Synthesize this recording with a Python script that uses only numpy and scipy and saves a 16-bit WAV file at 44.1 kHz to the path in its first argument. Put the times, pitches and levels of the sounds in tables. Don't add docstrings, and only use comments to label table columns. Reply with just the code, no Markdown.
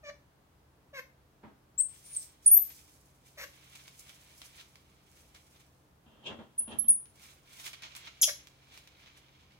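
import sys
import numpy as np
from scipy import signal
from scipy.fft import rfft, irfft
from scipy.io import wavfile
from scipy.ndimage import uniform_filter1d

SR = 44100
rng = np.random.default_rng(int(sys.argv[2]) if len(sys.argv) > 2 else 0)


def materialize(psi):
    bounded = np.clip(np.atleast_2d(psi).T, -1, 1)
    quanta = np.round(bounded * 32767).astype(np.int16)
    wavfile.write(sys.argv[1], SR, quanta)


N = 422919
TIME = np.arange(N) / SR
TOP_HZ = 15900
SNAG_DECAY_S = .0028

# (frequency [Hz], level [dB])
PLUSH_TONE = [(400, -14.5), (1000, -2.5), (1500, -1.5), (1950, -0.5), (2300, 5.5), (2700, 1), (3300, 4),
              (4200, -1.5), (6800, -8.5), (8500, -21.5), (15500, -26.5)]
# (frequency [Hz], level [dB])
HAIR_TONE = [(2000, -26.5), (5000, 3), (7000, 4.5), (10000, 2.5), (15500, -3)]


def undb(db):
    return 10 ** (np.asarray(db) / 20)


def unit(x):
    return x / np.sqrt(np.mean(x ** 2))


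def spectrum_db(points, hz):
    f, db = np.transpose(points)
    return np.interp(np.log(hz + 1), np.log(f), db)


def colour(x, points):
    n = x.shape[-1]
    gain = undb(spectrum_db(points, np.fft.rfftfreq(n, 1 / SR)))
    return unit(irfft(rfft(x) * gain, n))


def muffle(x, hz):
    return signal.sosfilt(signal.butter(3, hz, fs=SR, output="sos"), x)


def cut_bass(x, hz):
    return signal.sosfilt(signal.butter(3, hz, "high", fs=SR, output="sos"), x)


def ring(x, modes):
    f = np.fft.rfftfreq(N, 1 / SR)
    body = sum(undb(db) * 1j * f * width / (hz ** 2 - f ** 2 + 1j * f * width)
               for hz, width, db in modes)
    return irfft(rfft(x) * body / np.sqrt(np.mean(abs(body) ** 2)), N)


def wander(n, rate):
    span = max(int(SR / rate), 1)
    smoothed = uniform_filter1d(rng.standard_normal(n), span, mode="wrap")
    return unit(uniform_filter1d(smoothed, span, mode="wrap"))


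def stereo_noise(alike_hz=520):
    mid, side = rfft(rng.standard_normal((2, N)))
    alike = .9 / (1 + (np.fft.rfftfreq(N, 1 / SR) / alike_hz) ** 4)
    return unit(irfft(mid * np.sqrt(1 + alike) + np.outer([1, -1], side * np.sqrt(1 - alike)), N))


def place(x, pan_db, lag_s=.00014):
    return np.stack([undb(pan_db / 2) * np.roll(x, int(lag_s * SR)), undb(-pan_db / 2) * x])


def cycles(hz):
    return 2 * np.pi * np.cumsum(hz) / SR


def swell(s, rise, decay):
    return np.exp(-np.minimum(np.maximum((s - TIME) / rise, (TIME - s) / decay), 20))


def note(s, length, attack_s, release_s):
    at = np.arange(max(int(s * SR), 0), min(int((s + length) * SR), N))
    edges = np.minimum((at - at[0]) / (attack_s * SR), (at[-1] - at) / (release_s * SR))
    return at, np.linspace(0, 1, len(at)), np.sin(np.pi / 2 * np.clip(edges, 0, 1)) ** 2


def background(air_db=-65.5, waver_db=1.0, waver_hz=.6):
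    # (frequency [Hz], level [dB])
    air_tone = [(27, -33), (40, -7.5), (70, 1.5), (115, -6), (160, -9), (220, -9), (300, -11),
                (1000, -14.5), (2200, -23.5), (8000, -32.5), (15500, -32.5)]
    # (pitch [Hz], level [dB])
    hum_tones = [(75.4, -80.5), (134.6, -72.5), (177.6, -79.5), (301.5, -80)]
    hum = np.zeros(N)
    for hz, db in hum_tones:
        level = np.sqrt(2) * undb(db + waver_db * wander(N, 3))
        hum += level * np.sin(cycles(hz + waver_hz * wander(N, 6.1)))
    return undb(air_db) * colour(stereo_noise(), air_tone) + place(hum, 0.93)


def room(x, low_ring_s=0.29, high_ring_s=0.24, split_hz=7500, tail_db=-8, onset_s=0.016):
    # (left delay [s], right delay [s], level [dB])
    echoes = [(.0031, .0043, -16), (.0078, .0064, -9.5), (0.0122, .0141, -9.5)]
    sing_hz, sing_width_hz, sing_db, sing_s = 5444, 190, -15.5, 0.2406
    t = TIME[:SR // 2]
    fall = -np.log(1000) * t
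    noise = stereo_noise()[:, :len(t)]
    low = muffle(noise, split_hz) * np.exp(fall / low_ring_s)
    middle = signal.lfilter(*signal.butter(1, [300, 4200], "band", fs=SR), low)
    low -= .42 * middle
    high = cut_bass(noise, split_hz) * np.exp(fall / high_ring_s)
    sing = ring(stereo_noise(), [(sing_hz, sing_width_hz, 0)])[:, :len(t)]
    sing *= undb(sing_db) * np.exp(fall / sing_s)
    tail = (low + high + sing) * np.clip(t / onset_s - .5, 0, 1)
    response = undb(tail_db) * unit(tail) / np.sqrt(len(t))
    response[:, 0] += 1
    for left, right, db in echoes:
        response[[0, 1], [int(left * SR), int(right * SR)]] += undb(db)
    return signal.fftconvolve(x, response, axes=1)[:, :N]


def cabinet(judder_db=1.0, contact_s=.0014, blow_rise_s=.002):
    # (time [s], thud [dB], boom [dB], knock [dB], rasp [dB], rise [s], decay [s])
    shoves = [(1.437, -55, -52.5, -52.5, -71.5, 0.0039, 0.048),
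              (6.064, -72.5, -65.5, -67.5, -67, 0.0044, 0.33), (6.27, -71, -72, -48, -35.5, 0.01, 0.019),
              (6.314, -57, -49, -44.5, -62, 0.03, 0.026), (6.389, -54, -45, -47.5, -54, 0.0012, 0.032),
              (6.606, -59.5, -59, -59, -66, 0.0048, .012), (6.679, -52, -46.5, -54, -50.5, 0.0016, 0.016),
              (6.722, -54.5, -57, -44.5, -44.5, 0.014, 0.017), (6.754, -57, -50, -60, -68, 0.022, 0.036),
              (6.844, -60, -48, -66, -57, 0.0019, .007), (6.897, -79, -54.5, -80, -67.5, 0.019, 0.019)]
    # (frequency [Hz], width [Hz], level [dB])
    frame_thud = [(86, 25, -1), (118, 35, -5.5)]
    panel_boom = [(225, 30, 0)]
    panel_knock = [(317.5, 200, 2.5), (482, 260, -8), (545, 69, -1), (807, 170, -1), (1135, 55, -17.5),
                   (1670, 530, -31)]
    edge_rasp = [(1610, 160, -1.5), (2780, 140, 15), (3100, 90, 16.5), (3280, 87, 12), (6350, 2500, -5)]
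    judder = unit(undb(judder_db * wander(N, 440))) * stereo_noise(alike_hz=930)
    contact = np.hanning(int(contact_s * SR))
    force = np.zeros((4, 2, N))
    for s, *levels_db, rise, decay in shoves:
        blow_share = np.exp(-rise / blow_rise_s)
        push = np.sqrt(1 - blow_share) * swell(s, rise, decay) * judder
        blow = np.sqrt(blow_share * decay * SR / 2) * contact / contact.sum()
        push[:, int(s * SR) + np.arange(len(contact))] += blow
        force += undb(levels_db)[:, None, None] * push
    thud, boom, knock, rasp = map(ring, force, (frame_thud, panel_boom, panel_knock, edge_rasp))
    body = cut_bass(thud + boom + knock, hz=62)
    return muffle(body, hz=2800) + muffle(rasp, hz=5000)


def slips(grain_db=3.0, flutter_db=2, snags_per_s=110, snag_size=.55):
    size = undb(grain_db * np.minimum(rng.exponential(size=N), 6) + flutter_db * wander(N, 51))
    snags = (rng.random(N) < snags_per_s / SR) * rng.uniform(0, 2 * snag_size, N)
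    size *= 1 + signal.lfilter([1], [1, -np.exp(-1 / (SNAG_DECAY_S * SR))], snags)
    patch = place(rng.standard_normal(N) * size, pan_db=-4, lag_s=.00048)
    return patch + rng.standard_normal((2, N)) * size


def fur(hair_boost_db=3):
    # (time [s], level [dB], extra level for hair [dB])
    rubbing = [(0, -99, -3), (1.8, -96, 4.5), (1.9, -71, 3), (2.18, -64.5, 6), (2.4, -74.5, -7),
               (2.47, -65.5, 10.5), (2.65, -64.5, 5.5), (3.17, -83, 6), (3.5, -63, -5), (4.55, -65.5, -2.5),
               (4.85, -72.5, -7.5), (5.55, -71.5, -1), (5.95, -91, 2), (7.1, -83.5, 1.5),
               (7.5, -71.5, -16.5), (8.0, -58.5, -19), (8.5, -68, -11), (9.57, -67.5, -21)]
    # (time [s], level [dB], rise [s], decay [s], extra level for hair [dB])
    scratches = [(2.225, -66, 0.03, 0.014, 16.5), (2.705, -58.5, 0.0047, 0.011, 3.5),
                 (3.756, -51, 0.0017, 0.0068, 0), (3.995, -65.5, 0.0073, 0.022, 10),
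                 (4.1, -60.5, 0.057, 0.042, -7.5), (4.455, -55.5, .025, .03, -7),
                 (4.6, -54, 0.051, 0.023, -9), (3.27, -62.5, 0.018, 0.025, -3),
                 (5.17, -67.5, 0.052, 0.049, 1), (5.598, -63, 0.0035, 0.019, -4),
                 (5.348, -53, 0.0036, 0.021, -12), (7.24, -57.5, 0.045, .09, -3),
                 (7.54, -55, 0.041, 0.021, -8), (7.677, -45, 0.063, 0.0089, -3.5),
                 (7.733, -49.5, .001, .016, -8), (7.841, -41, 0.018, 0.024, -35.5),
                 (7.965, -49.5, .008, 0.0099, -3), (8.08, -46.5, 0.032, 0.0072, -30),
                 (8.745, -54, 0.024, 0.056, -11.5), (9.0, -59, 0.024, 0.16, -19.5),
                 (9.175, -54, .008, 0.01, -7)]
    times, *columns = np.transpose(rubbing)
    db, hiss_db = (np.interp(TIME, times, column) for column in columns)
    plush_level, hair_level = undb(db), undb(db + hiss_db)
    for s, db, rise, decay, hiss_db in scratches:
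        stroke = swell(s, rise, decay)
        plush_level = np.hypot(plush_level, stroke * undb(db))
        hair_level = np.hypot(hair_level, stroke * undb(db + hiss_db))
    rustle = plush_level * colour(slips(), PLUSH_TONE)
    hiss = undb(hair_boost_db) * hair_level * colour(slips(), HAIR_TONE)
    return rustle + hiss


def claws(hair_db=-6):
    # (time [s], level [dB])
    ticks = [(3.752, -49), (3.8795, -45.5), (4.094, -48.5), (4.4174, -42.5), (4.7564, -51.5), (4.611, -48),
             (5.348, -51), (7.0565, -57), (7.598, -44), (7.667, -43), (7.7312, -46.5), (7.822, -45),
             (7.9514, -42), (8.058, -50), (8.7753, -46.5), (8.8744, -51), (8.4712, -48)]
    out = np.zeros((2, N))
    t = TIME[:SR // 50]
    for s, db in ticks:
        noise = rng.standard_normal((2, len(t)))
        snap = colour(noise, PLUSH_TONE) + undb(hair_db) * colour(noise, HAIR_TONE)
        out[:, int(s * SR) + np.arange(len(t))] += undb(db) * np.exp(-t / SNAG_DECAY_S) * snap
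    return out


def grunts(jitter=0.067, swell_db=6.5, flicker_db=2.5, harmonics=26):
    # (time [s], length [s], pitch [Hz], downward bend [share of pitch], level [dB],
    # brief dip [dB], roughness [0 = smooth], treble [dB], extra for the top treble [dB])
    calls = [(0.025, 0.082, 582, 0.0072, -47, -2, 0.14, 2, -14),
             (0.926, 0.078, 529, 0.074, -44, 0, 0.24, -1, -0.5),
             (3.368, 0.081, 549.4, 0.036, -44, -4, 1.03, 5, 0.5),
             (8.222, 0.017, 635, 0.056, -48, 0, 0.1, 1, -5),
             (8.276, 0.026, 570.3, 0.0037, -35, 0, 1.05, 8.5, -13.5)]
    # (frequency [Hz], level [dB])
    throat_tone = [(350, -2), (560, 3), (1100, -4.5), (1690, 0.5), (2150, 3.5), (3000, -11), (4100, -12),
                   (4800, -16), (5900, -11.5), (7500, -23), (10000, -30.5), (12000, -11.5), (13300, -25),
                   (15500, -29.5)]
    # (frequency [Hz], level [dB])
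    croak_tone = [(300, -36), (550, -2), (1200, -10), (1750, 12), (2200, 5), (3000, -22), (9000, -40)]
    scoop, scoop_s = 0.2344, 0.00721
    closed_db_per_octave, opening_s = -11, 0.011
    push_db, push_lift, push_rough, croak_db = 1, 0.025, 0.2, -2
    treble_hz, top_treble_hz = 3200, 9000
    out = np.zeros((2, N))
    k = np.arange(1, harmonics + 1)[:, None]
    for s, length, pitch_hz, bend, db, dip_db, roughness, treble_db, top_db in calls:
        at, progress, fade = note(s, length, attack_s=0.18 * length, release_s=0.0087)
        t = progress * length
        dip = np.exp(-((progress - 0.72) / 0.019) ** 2)
        push = np.exp(-((progress - 0.94) / 0.11) ** 2)
        step_down = bend / 2 * np.tanh((progress - .62) / 0.15)
        hz = pitch_hz * (1 + scoop * np.exp(-t / scoop_s) - step_down + push_lift * push)
        rough = roughness * (0.15 + 0.95 * np.sin(np.pi * progress))
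        phase = cycles(hz * (1 + jitter * (rough + push_rough * push) * wander(len(at), 865)))
        throat = [(f, gain_db + treble_db * (f > treble_hz) + top_db * (f > top_treble_hz))
                  for f, gain_db in throat_tone]
        lips_db = closed_db_per_octave * np.log2(k) * np.exp(-t / opening_s)
        flicker = np.array([wander(len(at), 110) for _ in k])
        strengths = undb(spectrum_db(throat, k * hz) + lips_db + flicker_db * flicker)
        voice = unit(np.sum(strengths * np.sin(k * phase + rng.uniform(0, 2 * np.pi, k.shape)), axis=0))
        breath = rng.standard_normal(len(at)) * (1 + np.cos(phase))
        puffs = unit(signal.lfilter(*signal.butter(2, 1400, "high", fs=SR), colour(breath, throat)))
        puff_gain = rough * (1 + rough)
        croak = undb(croak_db) * push * colour(breath, croak_tone)
        grunt = (voice + puff_gain * puffs) / np.hypot(1, puff_gain) + croak
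        effort_db = swell_db * (progress - .5) + dip_db * dip + push_db * push
        out[:, at] += place(grunt * fade * undb(db + effort_db), pan_db=1.2)
    return out


def chuck(start_s=8.213, break_after_s=0.011):
    # (frequency [Hz], level [dB])
    mouth_tone = [(1500, -48.5), (2400, -24), (3300, -12), (4400, -13.5), (5500, 0), (6900, 2), (8000, -16),
                  (9200, -14.5), (10800, -0.5), (11900, -23), (13000, -12.5), (15500, -15)]
    from_hz, towards_hz, plunge_s, glide_s, plunge_db, drop_db = 8000, 4300, 0.014, .0085, -24, 1
    mouth_hz, mouth_width_hz, octave_db = 11150, 560, 9.5
    harsh_hz, harsh_s, harsh_db, harsh_octave_db = 3270, 0.0221, -18, -4
    sag, jitter, rough, rasp_db = .1, .06, 0.87, -1
    out = np.zeros(N)
    at, progress, fade = note(start_s, plunge_s, attack_s=.0035, release_s=.0015)
    hz = towards_hz + (from_hz - towards_hz) * np.exp(-progress * plunge_s / glide_s)
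    lift = 1 / (1 + ((2 * hz - mouth_hz) / mouth_width_hz) ** 2)
    whistle = (1 - lift / 2) * np.sin(cycles(hz)) + undb(octave_db) * lift * np.sin(2 * cycles(hz))
    out[at] += np.sqrt(2) * whistle * fade * undb(plunge_db - drop_db * (progress - .5))
    at, progress, fade = note(start_s + break_after_s, harsh_s, attack_s=0.0073, release_s=0.0021)
    phase = cycles(harsh_hz * (1 - sag * (progress - .5) + jitter * wander(len(at), 1500)))
    tone = np.sin(phase) + undb(harsh_octave_db) * np.sin(2 * phase)
    breath = colour(rng.standard_normal(len(at)), mouth_tone)
    rasp = undb(rasp_db) * rough * breath * (1 + 0.1 * np.cos(phase))
    out[at] += (np.sqrt(2) * (1 - 0.84 * rough) * tone + rasp) * fade * undb(harsh_db)
    return place(out, pan_db=2, lag_s=.00003)


def peeps(octave_db=-21, weak_db=-40):
    # (time [s], length [s], first pitch [Hz], last pitch [Hz], hold [share of length],
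    # level [dB], swell [dB], left minus right [dB])
    calls = [(1.777, 0.037, 7520, 8580, 0.05, -29.5, 14.5, 9), (2.037, 0.1, 8880, 9380, 0.05, -57, 10, 5),
             (2.125, 0.041, 9180, 8930, 0.05, -46.5, 1, 1),
             (2.16, 0.015, 8720, 8160, 0.04, -31.5, 10.5, -0.5),
             (2.459, 0.026, 9284, 10120, 0.6, -15.5, 1.5, -1.5),
             (2.511, 0.043, 11380, 12320, 0.39, -16.5, -1, 3),
             (2.564, 0.02, 12100, 12090, .05, -19, -6.5, 8),
             (6.577, 0.024, 9690, 10250, 0.52, -30.5, 17.5, -0.5),
             (6.785, 0.019, 11000, 10840, 0.13, -29, 0.5, -10.5),
             (6.88, 0.031, 10430, 9450, 0.05, -18.5, 3, 0.5)]
    out = np.zeros((2, N))
    for s, length, from_hz, to_hz, hold, db, swell_db, pan_db in calls:
        at, progress, fade = note(s, length, attack_s=0.0053, release_s=0.003)
        slide = np.sin(np.pi / 2 * np.clip((progress - hold) / (1 - hold), 0, 1)) ** 2
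        hz = from_hz + (to_hz - from_hz) * slide
        jitter = .014 if db < weak_db else .002
        phase = cycles(hz * (1 + jitter * wander(len(at), 830)))
        tone = np.sin(phase) + undb(octave_db) * (hz.min() < TOP_HZ / 2) * np.sin(2 * phase)
        out[:, at] += place(np.sqrt(2) * tone * fade * undb(db + swell_db * (progress - .5)), pan_db)
    return out


def scene():
    voices = undb(2.0) * peeps() + chuck() + undb(-1.0) * grunts()
    movement = fur() + claws() + undb(-0.5) * cabinet()
    return room(voices + movement) + background()


def record(dry):
    return signal.sosfilt(signal.ellip(10, .2, 70, TOP_HZ, fs=SR, output="sos"), dry)


dry = scene()
out = record(dry)
materialize(out)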